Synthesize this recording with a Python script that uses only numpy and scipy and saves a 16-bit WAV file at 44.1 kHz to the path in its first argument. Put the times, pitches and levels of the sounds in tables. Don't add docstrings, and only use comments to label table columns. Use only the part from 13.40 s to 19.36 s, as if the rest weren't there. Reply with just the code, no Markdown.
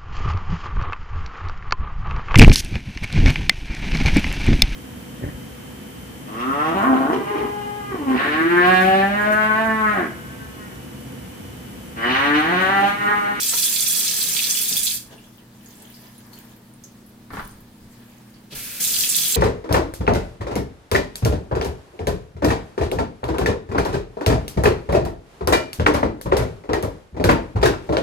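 import sys
import numpy as np
from scipy import signal
from scipy.fft import rfft, irfft, next_fast_len
from scipy.io import wavfile
from scipy.ndimage import uniform_filter1d, map_coordinates

SR = 44100
rng = np.random.default_rng(int(sys.argv[2]) if len(sys.argv) > 2 else 0)


def put_to_file(sound):
    columns = np.atleast_2d(sound).T
    safe = np.clip(columns, -1, 1)
    whole_steps = np.round(safe * 32767)
    wavfile.write(sys.argv[1], SR, whole_steps.astype(np.int16))


N = 262836

# (frequency [Hz], relative level [dB], phase wander [rad])
HUM_LINES = [(119.8, -56, .2), (178, -60, .7), (205.5, -52.5, .35), (237, -51.8, .12), (318, -61, .25),
             (480, -69, .3), (902, -72, .3)]
# (frequency [Hz], relative level [dB])
AIR_SPECTRUM = [(53, -50), (90, -26), (107, -3), (148, -5), (162, -7), (239, -3.5), (266, -6), (316, -9.5),
                (478, -15), (1570, -22), (2830, -27.5), (4550, -27), (6030, -31), (11100, -32),
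                (16000, -31.5)]
RUMBLE_SPECTRUM = [(15, -5), (30, -3), (50, 0.5), (85, -2), (130, 1.5), (300, -58)]
BOOM_SPECTRUM = [(20, 1.5), (50, 1), (90, 0), (140, -3.5), (300, -40)]
# (frequency [Hz], relative level [dB])
RUBBING_SPECTRUM = [(240, -36.5), (400, -2), (765, -9), (921, -4), (1440, -11.5), (1680, -4.5), (2020, -9),
                    (3160, -11), (6050, -14), (14400, -11.5), (16000, -28.5)]
KNOCK_SPECTRUM = [(150, -27), (400, -5.5), (1100, 4.5), (1800, 0), (2250, -5), (2800, -19), (5000, -18),
                  (8000, -47), (15000, -44)]
THUD_SPECTRUM = [(20, -9), (48, -7), (85, -8), (150, 2), (220, 8), (320, -3.5), (700, -41)]
# (frequency [Hz], relative level [dB])
AERATOR_SPECTRUM = [(180, -11), (300, -3), (343, -11), (462, -3.5), (842, -21.5), (915, -15.5), (1640, -2),
                    (1810, -6), (2480, 2.5), (3130, -3.5), (4990, 0.5), (6520, -1.5), (14500, 3),
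                    (16000, -4.5)]
SPLATTER_SPECTRUM = [(500, -47.5), (1200, -35), (2100, -15), (2550, -7.5), (2960, -8.5), (3300, -2.5),
                     (4700, -0.5), (5500, 1.5), (6300, 5.5), (8000, -10), (16000, -40)]
SPRAY_SPECTRUM = [(2000, -32.5), (4500, -4.5), (6200, -3.5), (7500, 0), (10000, 0), (13500, 1.5),
                  (15500, 3.5), (16100, -41.5)]
DRUM_SPECTRUM = [(80, -21), (170, 4.5), (250, -10), (340, -9.5), (450, -3.5), (600, -8.5), (1000, -7),
                 (1400, -11.5), (2000, -5.5), (4000, -49)]
# (frequency [Hz], likeness [0-1])
ROOM_LIKENESS = [(100, 0.99), (250, 0.9), (600, 0.58), (1300, 0.25), (2500, 0.2), (6000, 0.045)]
WATER_LIKENESS = [(200, 1), (1000, 0.76), (2500, 0.84), (5000, 0), (16000, 0)]
# (frequency [Hz], T60 [s])
KITCHEN_T60 = [(100, 0.25), (1000, 0.45), (5000, 0.29), (15000, 0.11)]
# (frequency [Hz], width [Hz], relative level [dB])
CRINKLE_MODES = [(3080, 390, -1), (4990, 200, -4), (6700, 440, -6.5), (10800, 580, -3.5), (12700, 900, -4),
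                 (14500, 1400, 10)]
KNOCKED_MODES = [(426, 110, 7), (1010, 51, -3), (1260, 150, -10), (1480, 260, -4.5)]
PIPE_MODES = [(170, 64, 7.5), (265, 180, 1), (426, 54, 3.5), (620, 37, -13), (1530, 320, -13),
              (2800, 330, -10)]
# (frequency [Hz], width [Hz], relative level [dB])
BASIN_MODES = [(2500, 250, -7), (3360, 170, -3.5), (3950, 58, -9), (4270, 92, -7), (4750, 200, -2),
               (5115, 34, -5), (5865, 42, -4), (6110, 74, 1), (7190, 50, -5), (7410, 50, 2),
               (8250, 93, -10), (9480, 50, -7)]
FLOOR_MODES = [(455, 66, 0), (1270, 35, 6), (1705, 116, 7)]
# (time [s], level [dB], T60 [s])
BUMPS_AT = [(.11, -55, 2), (1.36, -51, 1.8), (3.905, -43, 0.63), (3.97, -43.5, 1.15), (4.41, -51, 0.49),
            (5.14, -42, .5), (5.45, -48, 1.1)]
# (start [s], end [s], rise [s], release T60 [s], relative level [dB])
STROKES_AT = [(1.6, 1.743, 0.085, 3.1, -53), (2.104, 2.602, 0.24, 3.7, -51), (2.916, 3.0, 0.015, 0.87, -59),
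              (3.36, 3.85, 0.077, 2.4, -66), (3.903, 3.98, 0.057, 1, -47), (4.25, 4.7, 0.34, 4.2, -56)]
# (time [s], relative level [dB], pitch [Hz])
TICKS_AT = [(.092, -13, 7860), (1.367, -16, 3480), (1.78, -43.5, 2850), (1.84, -47, 3370),
            (1.981, -45, 2970), (2.26, -40, 6850), (2.354, -41.5, 7620), (2.421, -38, 8100),
            (2.425, -37, 12000), (2.52, -44, 14400), (2.542, -38.5, 4890), (2.78, -38, 10600),
            (2.932, -38.5, 4420), (2.94, -38, 13500), (2.974, -45, 3020), (3.164, -42.5, 12900),
            (3.338, -43, 9360), (3.438, -34, 6360), (3.44, -39, 12500), (3.664, -42, 11300),
            (3.693, -43, 11900), (4.11, -43, 9000), (4.206, -38, 12400), (4.941, -45.5, 4660),
            (5.755, -9.5, 8000), (5.923, -12, 7650)]
# (time [s], relative level [dB], thud re knock [dB], T60 [s])
KNOCKS_AT = [(.125, -26, -25, 0.069), (.135, -17.5, -15, 0.075), (3.904, -26.5, -2.5, 0.18),
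             (3.934, -23, 2.5, 0.23), (3.97, -19.5, -4, .21), (3.994, -17.5, -19, .12),
             (4.021, -34, 3.5, 0.13)]
# (time [s], relative level [dB])
VALVE_JOLTS = [(1.31, -38), (1.345, -38), (1.705, -41.5), (1.722, -38), (5.12, -36.5), (5.155, -41.5)]
# (time [s], level [dB], centre [Hz])
AIR_SPIT = (5.10, -37.5, 3500)
# (time [s], relative level [dB], centre [Hz])
SLAPS_AT = [(.03, -12.5, 4960), (.088, -11, 9000), (.175, -10, 11000), (0.229, -6, 4440),
            (.252, -7.5, 11500), (.357, -7, 3950), (.405, -6, 8400), (.476, -9, 9050), (.505, -6.5, 10100),
            (.546, -8.5, 4580), (.56, -8, 12000), (.679, -5.5, 6040), (.711, -14, 5000), (.813, -6, 4240),
            (.965, -9, 3620), (.988, -7, 3170), (1.039, -6.5, 4500), (1.098, -4.5, 6600),
            (1.165, -11, 4470), (1.212, -7.5, 13000), (1.324, -7.5, 5740), (1.367, -6, 13000),
            (1.43, -6, 10000), (1.467, -4.5, 4040), (5.422, -12.5, 9000), (5.537, -7, 4470),
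            (5.562, -9, 3950), (5.606, -8, 4600), (5.634, -6, 3350), (5.69, -4.5, 9100),
            (5.744, -7.5, 4170), (5.762, -4, 12500), (5.781, -9, 3960), (5.849, -8.5, 3800),
            (5.881, -9, 11500), (5.945, -7, 4100)]
# (valve opens [s], stream lands [s], valve shuts [s])
TAP_RUNS = [(-1, -.1, 1.545), (5.145, 5.398, 7)]

AIR_DB, RUMBLE_DB = -51, -59
BUMP_RISE_S = 0.015
TICK_T60_S, TICK_DAMPING = 0.14, 0.51
OPEN_S, LAND_S = 0.0087, 0.0079
DRAIN_DB_PER_S = 226
CLOSE_S, CLOSE_DB = 0.4, 7
SPLATTER_DB, SPRAY_DB, DRUM_DB, JET_DB = -29.9, -22.4, -48.5, -33
SETTLE_DB_PER_S = 1.3
SLAP_T60_S, SLAP_HANG = 0.096, 0.59
TOP_HZ = 16050


def amp(db):
    return 10 ** (np.asarray(db) / 20)


def unit(x):
    return x / np.sqrt(np.mean(x ** 2) + 1e-20)


def along(points, hz):
    f, v = np.transpose(points)
    return np.interp(np.log(hz + 1), np.log(f + 1), v)


def wobble(rate):
    knots = rng.standard_normal(int(N * rate / SR) + 4)
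    return map_coordinates(knots, [np.arange(N) * rate / SR])


def envelope(start, end, rise, t60):
    t = np.arange(N) / SR
    return np.clip((t - start) / rise, 0, 1) * amp(-60 * np.maximum(t - end, 0) / t60)


def filtered(x, response):
    n = x.shape[-1]
    m = next_fast_len(n + 8192)
    return irfft(rfft(x, m) * response(np.fft.rfftfreq(m, 1 / SR)), m)[..., :n]


def coloured(x, spectrum):
    return unit(filtered(x, lambda hz: amp(along(spectrum, hz))))


def resonances(modes, hz):
    return sum(amp(db) * 1j * hz * w / (c * c - hz * hz + 1j * hz * w) for c, w, db in modes)


def stereo(pair, likeness):
    def mid_side(hz):
        turn = np.arccos(np.clip(along(likeness, hz), -1, 1)) / 2
        return np.array([np.cos(turn), np.sin(turn)])
    mid, side = filtered(pair, mid_side)
    return np.array([mid + side, mid - side])


def noise(spectrum, likeness, size=N):
    return coloured(stereo(rng.standard_normal((2, size)), likeness), spectrum)


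def pan(db):
    return amp([[db / 2], [-db / 2]])


def add(track, s, sound):
    part = track[:, max(round(s * SR), 0):][:, :sound.shape[-1]]
    part += sound[..., :part.shape[-1]]


def patchy(x, depth_db, size=512):
    z = signal.stft(x, nperseg=size)[2]
    field = rng.standard_normal(z.shape[1:])
    for sweep in range(2):
        field = uniform_filter1d(field, size=14, axis=0)
        field = uniform_filter1d(field, size=5, axis=1)
    return signal.istft(z * amp(depth_db * unit(field)), nperseg=size)[1][:, :N]


def drops(rate, spread_db, centre_hz, octaves, cycles, size=128):
    count = int(rate * N / SR)
    start, k = rng.integers(0, N, count), np.arange(size)
    hz = centre_hz * 2 ** (octaves * rng.standard_normal(count))
    hz = np.clip(hz, 800, SR / 2)
    strength = amp(spread_db * np.minimum(rng.exponential(size=count), 4.5))
    turns = hz[:, None] * k / SR
    grains = strength[:, None] * np.sin(2 * np.pi * turns) * np.exp(-turns / cycles)
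    when = (start[:, None] + k).ravel()
    return unit(np.bincount(when, grains.ravel(), N + size)[:N])


def hum():
    t, out = np.arange(N) / SR, np.zeros(N)
    for hz, db, wander in HUM_LINES:
        level = amp(db - 2.0 + 0.44 * wobble(4))
        out += level * np.sqrt(2) * np.sin(2 * np.pi * hz * t + wander * wobble(4))
    return out


def room_air():
    air = amp(AIR_DB) * noise(AIR_SPECTRUM, ROOM_LIKENESS)
    return air + amp(RUMBLE_DB) * noise(RUMBLE_SPECTRUM, ROOM_LIKENESS)


def kitchen(x):
    burst = stereo(rng.standard_normal((2, SR // 2)), ROOM_LIKENESS)
    hz, t, z = signal.stft(burst, SR, nperseg=256)
    decay = amp(-60 * t / along(KITCHEN_T60, hz)[:, None])
    tail = signal.istft(z * decay, SR, nperseg=256)[1]
    return signal.fftconvolve(x, tail / np.linalg.norm(tail[0]), axes=1)[:, :N]


def bumps():
    swell = sum(amp(db) * envelope(s, s + BUMP_RISE_S, BUMP_RISE_S, t60) for s, db, t60 in BUMPS_AT)
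    return swell * noise(BOOM_SPECTRUM, ROOM_LIKENESS)


def rustle():
    stroke = sum(amp(db) * envelope(start, end, rise, release)
                 for start, end, rise, release, db in STROKES_AT)
    firm = np.minimum(stroke / amp(-50), 1)
    crackle = np.array([drops(rate=350, spread_db=4.5, centre_hz=7500, octaves=.7, cycles=5, size=256)
                        for ear in range(2)])
    crackle = crackle * amp(3.0 * wobble(35.08))
    crackle = unit(filtered(crackle, lambda hz: amp(-12) + resonances(CRINKLE_MODES, hz)))
    rubbing = patchy(noise(RUBBING_SPECTRUM, ROOM_LIKENESS), depth_db=3.0)
    return amp(-3.5) * stroke * (rubbing + firm * crackle)


def ticks():
    t, out = np.arange(SR // 6) / SR, np.zeros((2, N))
    for s, db, hz in TICKS_AT:
        t60 = TICK_T60_S * (hz / 4000) ** -TICK_DAMPING
        decay = amp(-60 * t / 0.0046) + amp(-3.0 - 60 * t / t60)
        crack = stereo(rng.standard_normal((2, len(t))), ROOM_LIKENESS) * decay
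        ring = filtered(crack, lambda f: resonances([(hz, hz * 0.069, 0)], f))
        add(out, s, amp(db + 1.5) * ring / np.abs(ring).max())
    return out


def knocks():
    t, out = np.arange(SR // 3) / SR, np.zeros((2, N))
    for s, db, thud_db, t60 in KNOCKS_AT:
        decay = amp(-60 * t / t60) + amp(-9.0 - 60 * t / 0.0078)
        blow = noise(KNOCK_SPECTRUM, ROOM_LIKENESS, size=len(t)) * decay
        ring = filtered(blow, lambda hz: 1 + amp(-9.5) * resonances(KNOCKED_MODES, hz))
        thud_swell = amp(-60 * t / 0.2) * (1 - np.exp(-t / 0.0023))
        thud = noise(THUD_SPECTRUM, ROOM_LIKENESS, size=len(t)) * thud_swell
        add(out, s, amp(db - 11.5) * (ring + amp(thud_db) * thud))
    return out


def valve():
    t, out = np.arange(SR // 4) / SR, np.zeros((2, N))
    for s, db in VALVE_JOLTS:
        shake = stereo(rng.standard_normal((2, len(t))), ROOM_LIKENESS)
        ringing = unit(filtered(shake, lambda hz: resonances(PIPE_MODES, hz)))
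        swell = amp(db + 1 - 60 * t / 0.15) * (1 - np.exp(-t / 0.0046))
        add(out, s, swell * ringing)
    return out


def pressure():
    t = np.arange(N) / SR
    closing = sum(np.clip((t - shuts) / CLOSE_S + 1, 0, 1) * (t < shuts + 1)
                  for opens, lands, shuts in TAP_RUNS)
    return amp(-CLOSE_DB * closing)


def jet():
    running = sum(envelope(opens, shuts, OPEN_S, 60 / DRAIN_DB_PER_S) for opens, lands, shuts in TAP_RUNS)
    fizz = noise(AERATOR_SPECTRUM, WATER_LIKENESS) * amp(JET_DB + 0.66 * wobble(50))
    s, db, hz = AIR_SPIT
    spit = noise(AERATOR_SPECTRUM, WATER_LIKENESS)
    spit = unit(filtered(spit, lambda f: resonances([(hz, hz * .5, 0)], f)))
    puff = amp(db) * envelope(s, s + 0.034, 0.033, 0.098)
    return pan(-0.62) * (running * pressure() * fizz + puff * spit)


def basin(x, bounce_t60, bounce_db, size=512):
    blocks = np.pad(x, (0, -N % size)).reshape(1, -1, size)
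    t = np.arange(4 * size) / SR
    decay = amp(-60 * t / bounce_t60)
    walls = rng.standard_normal((2, blocks.shape[1], len(t))) * decay
    walls *= amp(bounce_db) / np.linalg.norm(decay)
    walls[:, :, 0] += rng.choice([-1, 1], walls.shape[:2])
    echoes = signal.fftconvolve(blocks, walls, axes=2)
    when = (np.arange(blocks.shape[1])[:, None] * size + np.arange(echoes.shape[2])).ravel()
    heard = np.array([np.bincount(when, ear.ravel())[:N] for ear in echoes])
    return filtered(stereo(heard, WATER_LIKENESS), lambda hz: 1 + amp(-3) * resonances(BASIN_MODES, hz))


def slaps():
    t, out = np.arange(SR // 5) / SR, np.zeros((2, N))
    cluster = drops(rate=6000, spread_db=3.0, centre_hz=8070, octaves=0.86, cycles=0.97)
    cluster = unit(basin(cluster, bounce_t60=0.023, bounce_db=-3))
    for s, db, hz in SLAPS_AT:
        t60 = SLAP_T60_S * (hz / 4000) ** SLAP_HANG
        spatter = np.roll(cluster, -round(s * SR), axis=1)[:, :len(t)]
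        spatter = unit(filtered(spatter, lambda f: resonances([(hz, hz * 0.78, 0)], f) ** 3))
        swell = amp(-60 * t / t60) * (1 - np.exp(-t / 0.00084))
        add(out, s, amp(db - 13) * unit(swell * spatter) * np.sqrt(np.mean(swell ** 2)))
    return pan(-3.3) * out


def splatter():
    coarse = drops(rate=3500, spread_db=3.5, centre_hz=4200, octaves=0.78, cycles=0.88)
    coarse = coarse * amp(1.75 * wobble(70))
    echoed = basin(coarse, bounce_t60=0.028, bounce_db=-2.0)
    return coloured(patchy(echoed, depth_db=1.36), SPLATTER_SPECTRUM)


def spray():
    fine = drops(rate=6000, spread_db=3.5, centre_hz=10970, octaves=0.48, cycles=0.69)
    fine = fine * amp(1.1 * wobble(60) + 0.39 * wobble(20))
    return coloured(basin(fine, bounce_t60=0.055, bounce_db=2.0), SPRAY_SPECTRUM)


def drumming():
    push = noise(DRUM_SPECTRUM, WATER_LIKENESS)
    return unit(filtered(push, lambda hz: 1 + resonances(FLOOR_MODES, hz))) * amp(1.8 * wobble(25))


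def water():
    t = np.arange(N) / SR
    landed = [envelope(lands, shuts, LAND_S, 60 / DRAIN_DB_PER_S) for opens, lands, shuts in TAP_RUNS]
    flow = sum(landed) * amp(0.4 * wobble(22))
    settling = sum(on * amp(-SETTLE_DB_PER_S * np.maximum(t - lands, 0))
                   for on, (opens, lands, shuts) in zip(landed, TAP_RUNS))
    force = pressure()
    splashing = amp(SPLATTER_DB) * flow * np.sqrt(force) * splatter()
    splashing = splashing + amp(SPRAY_DB) * settling * spray()
    return pan(-2.74) * splashing + amp(DRUM_DB) * flow * force * drumming()


def scene():
    tap = water() + slaps() + jet() + valve()
    small = ticks() + rustle()
    clatter = knocks()
    echo = kitchen(amp(-7.5) * tap + amp(-4) * small + amp(-10.0) * clatter)
    return tap + small + clatter + echo + bumps() + hum() + room_air()


def record(dry):
    return filtered(dry, lambda hz: hz < TOP_HZ)


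dry = scene()
out = record(dry)
put_to_file(out)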